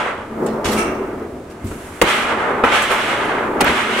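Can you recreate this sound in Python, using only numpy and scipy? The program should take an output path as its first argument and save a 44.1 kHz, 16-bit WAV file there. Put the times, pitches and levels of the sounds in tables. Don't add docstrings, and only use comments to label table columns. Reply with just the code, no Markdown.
import sys
import numpy as np
from scipy import signal
from scipy.fft import rfft, irfft, next_fast_len
from scipy.io import wavfile
from scipy.ndimage import uniform_filter1d, minimum_filter1d, map_coordinates

SR = 44100
rng = np.random.default_rng(int(sys.argv[2]) if len(sys.argv) > 2 else 0)


def int16_out(signal):
    q = np.round(np.clip(np.atleast_2d(signal).T, -1, 1) * 32767)
    wavfile.write(sys.argv[1], SR, q.astype(np.int16))


N = 176400

# f/Hz, level/dB
THUD_SPECTRUM = [(25, -13.5), (45, 2.5), (80, -0.5), (130, -9.5), (250, 0.5), (400, -1.5), (900, -38)]
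# f/Hz, level/dB
EDGE_SPECTRUM = [(300, -1.5), (1300, 4), (2700, 3.5), (4500, -1.5), (6200, -0.5), (8500, -1), (11500, -2),
                 (15500, -12)]
# f/Hz, left-right correlation
STEREO_LIKENESS = [(190, .9995), (330, .985), (520, .89), (1000, .6), (2000, .41), (4000, .2), (12000, .08)]


def roar():
    # t/s, level/dB, brightness/dB
    course = [(0.0, -20.5, -8.5), (0.06, -21.5, -11.5), (0.28, -35.5, -16), (0.36, -34, -18),
              (0.44, -26, -30.5), (0.63, -28, -27), (0.66, -24, -23), (0.79, -24, -15), (1.02, -29.5, -21),
              (1.4, -44, -19), (2.012, -39, -11), (2.045, -19, -7), (2.09, -19, -1.5), (2.23, -25, -5),
              (2.32, -21, -10.5), (2.5, -19.5, -17), (2.62, -20.5, -19.5), (2.67, -18.5, -11.5),
              (2.76, -17.5, -4.5), (2.885, -26.5, -3), (2.92, -17.5, -8.5), (3.05, -22.5, -4.5),
              (3.38, -19.5, -14), (3.59, -24.5, -21.5), (3.642, -17.5, -10.5), (3.675, -18.5, -6.5),
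              (3.76, -20.5, -5), (3.9, -23.5, -6.5), (3.99, -19, -4)]
    # f/Hz, level/dB
    spectrum = [(240, -29), (400, -5.5), (552, -3.5), (605, -3.5), (653, -2.5), (860, -1.5), (1070, -1.5),
                (1220, 0), (2150, -5), (3250, -12), (4920, -27), (8670, -29), (11400, -37.5), (15500, -54)]
    # f/Hz, level/dB
    modes = [(607, -21.5), (803, -31), (863, -22), (1006, -25), (1198, -21.5), (1335, -26.5), (2087, -27.5)]
    # f/Hz, gain/dB per dB of brightness
    tilt = [(400, -0.36), (900, 0), (1400, 0.36), (2000, 0.68), (3200, 1.32), (5000, 1.5), (9000, 1.6),
            (15000, 2.5)]
    gain_db, flutter_db, neutral_brightness_db = 2.5, 1.29, -8.5
    sheet = crowd(spectrum, spacing_hz=16, ragged_db=1.5)
    sheet += ringing(modes, drift_hz=7.16, drift_rate=30, swell_db=3.5)
    hz, frame_times, bands = signal.stft(sheet, SR, nperseg=512)
    _, brightness_db = curves(course, frame_times)
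    tilt_db = along(tilt, hz)[:, None] * (brightness_db - neutral_brightness_db)
    sheet = signal.istft(bands * amp(tilt_db), SR, nperseg=512)[1][:, :N]
    level_db, _ = curves(course, np.arange(N) / SR)
    return sheet * amp(gain_db + level_db + flutter_db * wobble(28.4))


def boom():
    # t/s, level/dB
    bend = [(0.0, -30), (0.13, -35.5), (0.29, -34), (0.44, -18.5), (0.62, -25.5), (0.7, -19.5),
            (0.87, -22.5), (1.0, -24.5), (1.25, -27.5), (1.6, -36.5), (1.75, -36), (2.012, -37),
            (2.07, -27.5), (2.2, -28), (2.58, -25.5), (2.7, -27), (2.86, -31.5), (2.96, -27.5),
            (3.4, -24.5), (3.56, -22.5), (3.72, -23), (3.82, -27.5), (4.0, -24)]
    # f/Hz, level/dB
    spectrum = [(25, -22), (40, -19), (95, -12.5), (125, -8), (170, -5.5), (220, -5.5), (270, -0.5),
                (380, 2.5), (480, -3.5), (680, -4.5), (1200, -44.5)]
    # f/Hz, level/dB
    modes = [(221, -10.5), (251, -11.5), (299, -14), (373, -12), (410, -16), (460, -15)]
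    level_db, = curves(bend, np.arange(N) / SR)
    body = amp(-1) * crowd(spectrum)
    notes = ringing(modes, drift_hz=2.435, drift_rate=14, swell_db=4.0)
    return amp(level_db - 1.5) * (body + notes)


def kicks():
    # t/s, bang level/dB, treble corner/Hz, hold/s, t60/s, note/Hz, note level/dB, thud level/dB
    blows = [(2.0146, -6, 3820, 0.0044, 0.042, 1194, -12, -22),
             (2.019, -4.5, 750, 0.0037, 0.051, 534, -6.5, -19.5),
             (2.6374, -11, 1440, 0.0087, 0.16, 1322, -3.5, -36),
             (2.907, -17, 1590, 0.0016, .04, 1240, -19.5, -52),
             (3.6062, -12, 4540, 0.011, 0.043, 414, -17.5, -36),
             (3.616, -14.5, 900, 0.0046, 0.031, 405, -10.5, -22.5)]
    # f/Hz, level/dB
    spectrum = [(60, -17), (220, -7.5), (480, -3), (900, 3), (1400, 0), (2600, 1.5), (4500, -7.5),
                (8000, -2), (15000, -2)]
    # f/Hz, level/dB relative to its note
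    patch_modes = [(245, -6), (375, -8), (488, -1.5), (790, -11.5), (1220, -12), (2470, -12)]
    thud_lag_s, scatter_s = 0.0054, 0.00391
    out = np.zeros((2, N))
    thud = crowd(THUD_SPECTRUM)
    for start, bang_db, corner_hz, hold, t60, note_hz, note_db, thud_db in blows:
        bang = crowd(spectrum, corner_hz, spacing_hz=124.3, ragged_db=-4)
        patch = sum(amp(db) * tone(hz, start - rng.uniform(0, scatter_s)) for hz, db in patch_modes)
        clank = tone(note_hz, start) + patch
        out += amp(bang_db) * blow(start, rise=0.00028, hold=hold, t60=t60) * bang
        out += amp(note_db) * blow(start, rise=0.00069, hold=0.0025, t60=0.041) * clank
        out += amp(thud_db) * blow(start + thud_lag_s, rise=0.0056, hold=0.0089, t60=0.1) * thud
    return out


def surges():
    # t/s, f/Hz, level/dB, rise/s, hold/s, t60/s
    swells = [(.3, 222, -26, 0.024, 0.14, 0.35), (.675, 215, -19, 0.022, .08, 0.36),
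              (.95, 375.5, -18.5, 0.047, 0.029, 0.13), (1.641, 224, -30.5, 0.016, 0.071, 0.15)]
    return sum(amp(db + wobble(26.2)) * blow(start, rise, hold, t60) * tone(hz, start)
               for start, hz, db, rise, hold, t60 in swells)


def clatter():
    # t/s, level/dB, rise/s, t60/s, treble corner/Hz
    clatters = [(0.465, -39.5, .002, 0.48, 5000), (0.642, -21.5, 0.006, 0.48, 6900),
                (0.704, -27, 0.014, 0.33, 15500), (.772, -27.5, .008, 0.26, 9000),
                (1.499, -45.5, 0.0027, 0.15, 12000), (1.711, -31, .001, 0.034, 1090),
                (2.717, -19.5, .002, 0.075, 2800), (2.902, -28.5, 0.0034, 0.35, 14000),
                (3.66, -19, .004, 0.061, 1800)]
    chatter_db = 1.6
    out = np.zeros((2, N))
    for start, db, rise, t60, corner_hz in clatters:
        metal = crowd(EDGE_SPECTRUM, corner_hz, spacing_hz=67.65, ragged_db=4)
        out += amp(db) * blow(start, rise, hold=0.014, t60=t60) * metal
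    return out * amp(chatter_db * wobble(230))


def scrape():
    # f/Hz, level/dB, t60/s
    rim = [(1238, -34, 1), (1314, -25.5, 0.66), (2283, -31.5, 0.81), (2430, -36, 0.59), (2714, -30, 0.62),
           (5800, -37.5, .5), (8780, -31.5, 0.26)]
    out = np.zeros((2, N))
    for hz, db, t60 in rim:
        width_hz = 12 * (hz / 1000) ** 1.7
        out += amp(db) * blow(0.758, rise=0.023, hold=0.024, t60=t60) * resonance(hz, width_hz)
    return out


def ticks():
    # t/s, level/dB, t60/s, f/Hz
    rivets = [(0.463, -32.5, 0.07, 7800), (1.668, -40.5, 0.31, 7840), (2.022, -15, 0.013, 9700),
              (2.822, -27, 0.15, 8000), (3.6103, -14, 0.014, 9100), (3.25, -44, 0.16, 10500),
              (3.6445, -22, .012, 13000)]
    click = amp(-0.5) * crowd(EDGE_SPECTRUM)
    out = np.zeros((2, N))
    for start, db, t60, hz in rivets:
        ping = resonance(hz, width_hz=800)
        out += amp(db) * blow(start, rise=0.00013, hold=0.00063, t60=t60) * (ping + click)
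    return out


def thumps():
    # t/s, thud level/dB, t60/s, note/Hz, note level/dB
    blows = [(0.651, -23.5, 1, 67, -37), (1.641, -25, 0.17, 94, -21), (1.704, -28.5, 0.56, 78, -29.5),
             (3.683, -23.5, 0.15, 66.6, -31)]
    thud = crowd(THUD_SPECTRUM)
    out = np.zeros((2, N))
    for start, thud_db, t60, note_hz, note_db in blows:
        floor = amp(thud_db) * thud + amp(note_db) * tone(note_hz, start)
        out += blow(start, rise=0.0032, hold=0.014, t60=t60) * floor
    return out


def rustle():
    # t/s, level/dB
    swell = [(1.6, -54), (1.67, -42), (1.76, -40.5), (2, -41), (2.03, -50)]
    # f/Hz, level/dB
    spectrum = [(200, 3), (1200, 6.5), (2400, 1), (4800, -8), (7500, -2), (11000, -3.5), (15500, -20)]
    level_db, = curves(swell, np.arange(N) / SR)
    return amp(level_db + 0.52 * wobble(40.2)) * crowd(spectrum)


def bus_echo(x):
    # f/Hz, t60/s
    decay = [(100, 0.37), (1000, 0.71), (10000, 0.58)]
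    hz, t, bands = signal.stft(rng.standard_normal((2, SR // 2)), SR, nperseg=256)
    fade = np.exp(-np.log(1000) * t / along(decay, hz)[:, None])
    tail = signal.istft(bands * fade, SR, nperseg=256)[1]
    tail /= np.linalg.norm(tail[0])
    mid, side = signal.fftconvolve(x.mean(0)[None], tail, axes=1)[:, :N]
    side = filtered(side, lambda hz: np.sqrt(np.clip(1 - along(STEREO_LIKENESS, hz), 0, 1)))
    return np.array([mid + side, mid - side])


def street():
    # f/Hz, level/dB
    spectrum = [(20, 0), (35, 3), (90, 8.5), (200, 1), (1000, -8.5), (4500, -24.5), (8000, -27.5),
                (15500, -49)]
    return amp(-39.5) * crowd(spectrum)


def crowd(spectrum, corner_hz=None, spacing_hz=20, ragged_db=0):
    def response(hz):
        spread = np.arccos(np.clip(along(STEREO_LIKENESS, hz), -1, 1)) / 2
        ripple = np.interp(hz / max(spacing_hz, 6), np.arange(4000), rng.standard_normal(4000))
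        lowpass = 1 if corner_hz is None else 1 / np.sqrt(1 + (hz / corner_hz) ** 4)
        colour = amp(along(spectrum, hz) + ragged_db * ripple) * lowpass
        return colour * [np.cos(spread), np.sin(spread)]
    mid, side = filtered(rng.standard_normal((2, N)), response)
    return unit(np.array([mid + side, mid - side]))


def ringing(modes, drift_hz, drift_rate, swell_db):
    out = np.zeros(N)
    for hz, db in modes:
        strength = amp(db + swell_db * wobble(11))
        pitch_hz = hz + drift_hz * wobble(drift_rate)
        out += strength * np.sqrt(2) * np.sin(2 * np.pi * np.cumsum(pitch_hz) / SR)
    return out


def resonance(hz, width_hz):
    return unit(filtered(rng.standard_normal((2, N)), lambda f: 1 / (1 + ((f - hz) / width_hz) ** 2)))


def tone(hz, start):
    return np.sin(2 * np.pi * hz * (np.arange(N) / SR - start))


def blow(start, rise, hold, t60):
    t = np.arange(N) / SR - start
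    attack = np.clip(t / max(rise, 1e-4), 0, 1)
    return attack * np.exp(-np.log(1000) * np.maximum(t - rise - hold, 0) / t60)


def wobble(rate):
    knots = rng.standard_normal(int(N * rate / SR) + 4)
    return map_coordinates(knots, [np.arange(N) * rate / SR])


def filtered(x, response):
    size = next_fast_len(N + 8192)
    return irfft(rfft(x, size) * response(np.fft.rfftfreq(size, 1 / SR)), size)[..., :N]


def along(points, hz):
    freqs, values = np.transpose(points)
    return np.interp(np.log(hz + 1), np.log(np.abs(freqs) + 1), values)


def curves(rows, t):
    times, *columns = np.transpose(rows)
    return [np.interp(t, times, column) for column in columns]


def amp(db):
    return 10 ** (np.asarray(db) / 20)


def unit(x):
    return x / np.sqrt(np.mean(x ** 2) + 1e-20)


def scene():
    # f/Hz, left minus right/dB
    balance = [(150, 0), (400, .6), (900, .4), (2400, -3), (4800, -1.5), (8500, -2.1), (14000, -1.4)]
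    hits = kicks() + clatter()
    mix = hits + amp(-11.5) * bus_echo(hits) + roar() + boom()
    mix += thumps() + scrape() + ticks() + surges() + rustle() + street()
    return filtered(mix, lambda hz: amp(np.outer([.5, -.5], along(balance, hz))))


def record(dry):
    ceiling, hold_s, top_hz = 0.99, 0.0003, 15750
    window = 2 * int(hold_s * SR / 2) + 1
    needed_gain = np.minimum(1, ceiling / (np.abs(dry).max(0) + 1e-9))
    gain = uniform_filter1d(minimum_filter1d(needed_gain, window), window)
    return filtered(dry * gain, lambda hz: hz < top_hz)


dry = scene()
out = record(dry)
int16_out(out)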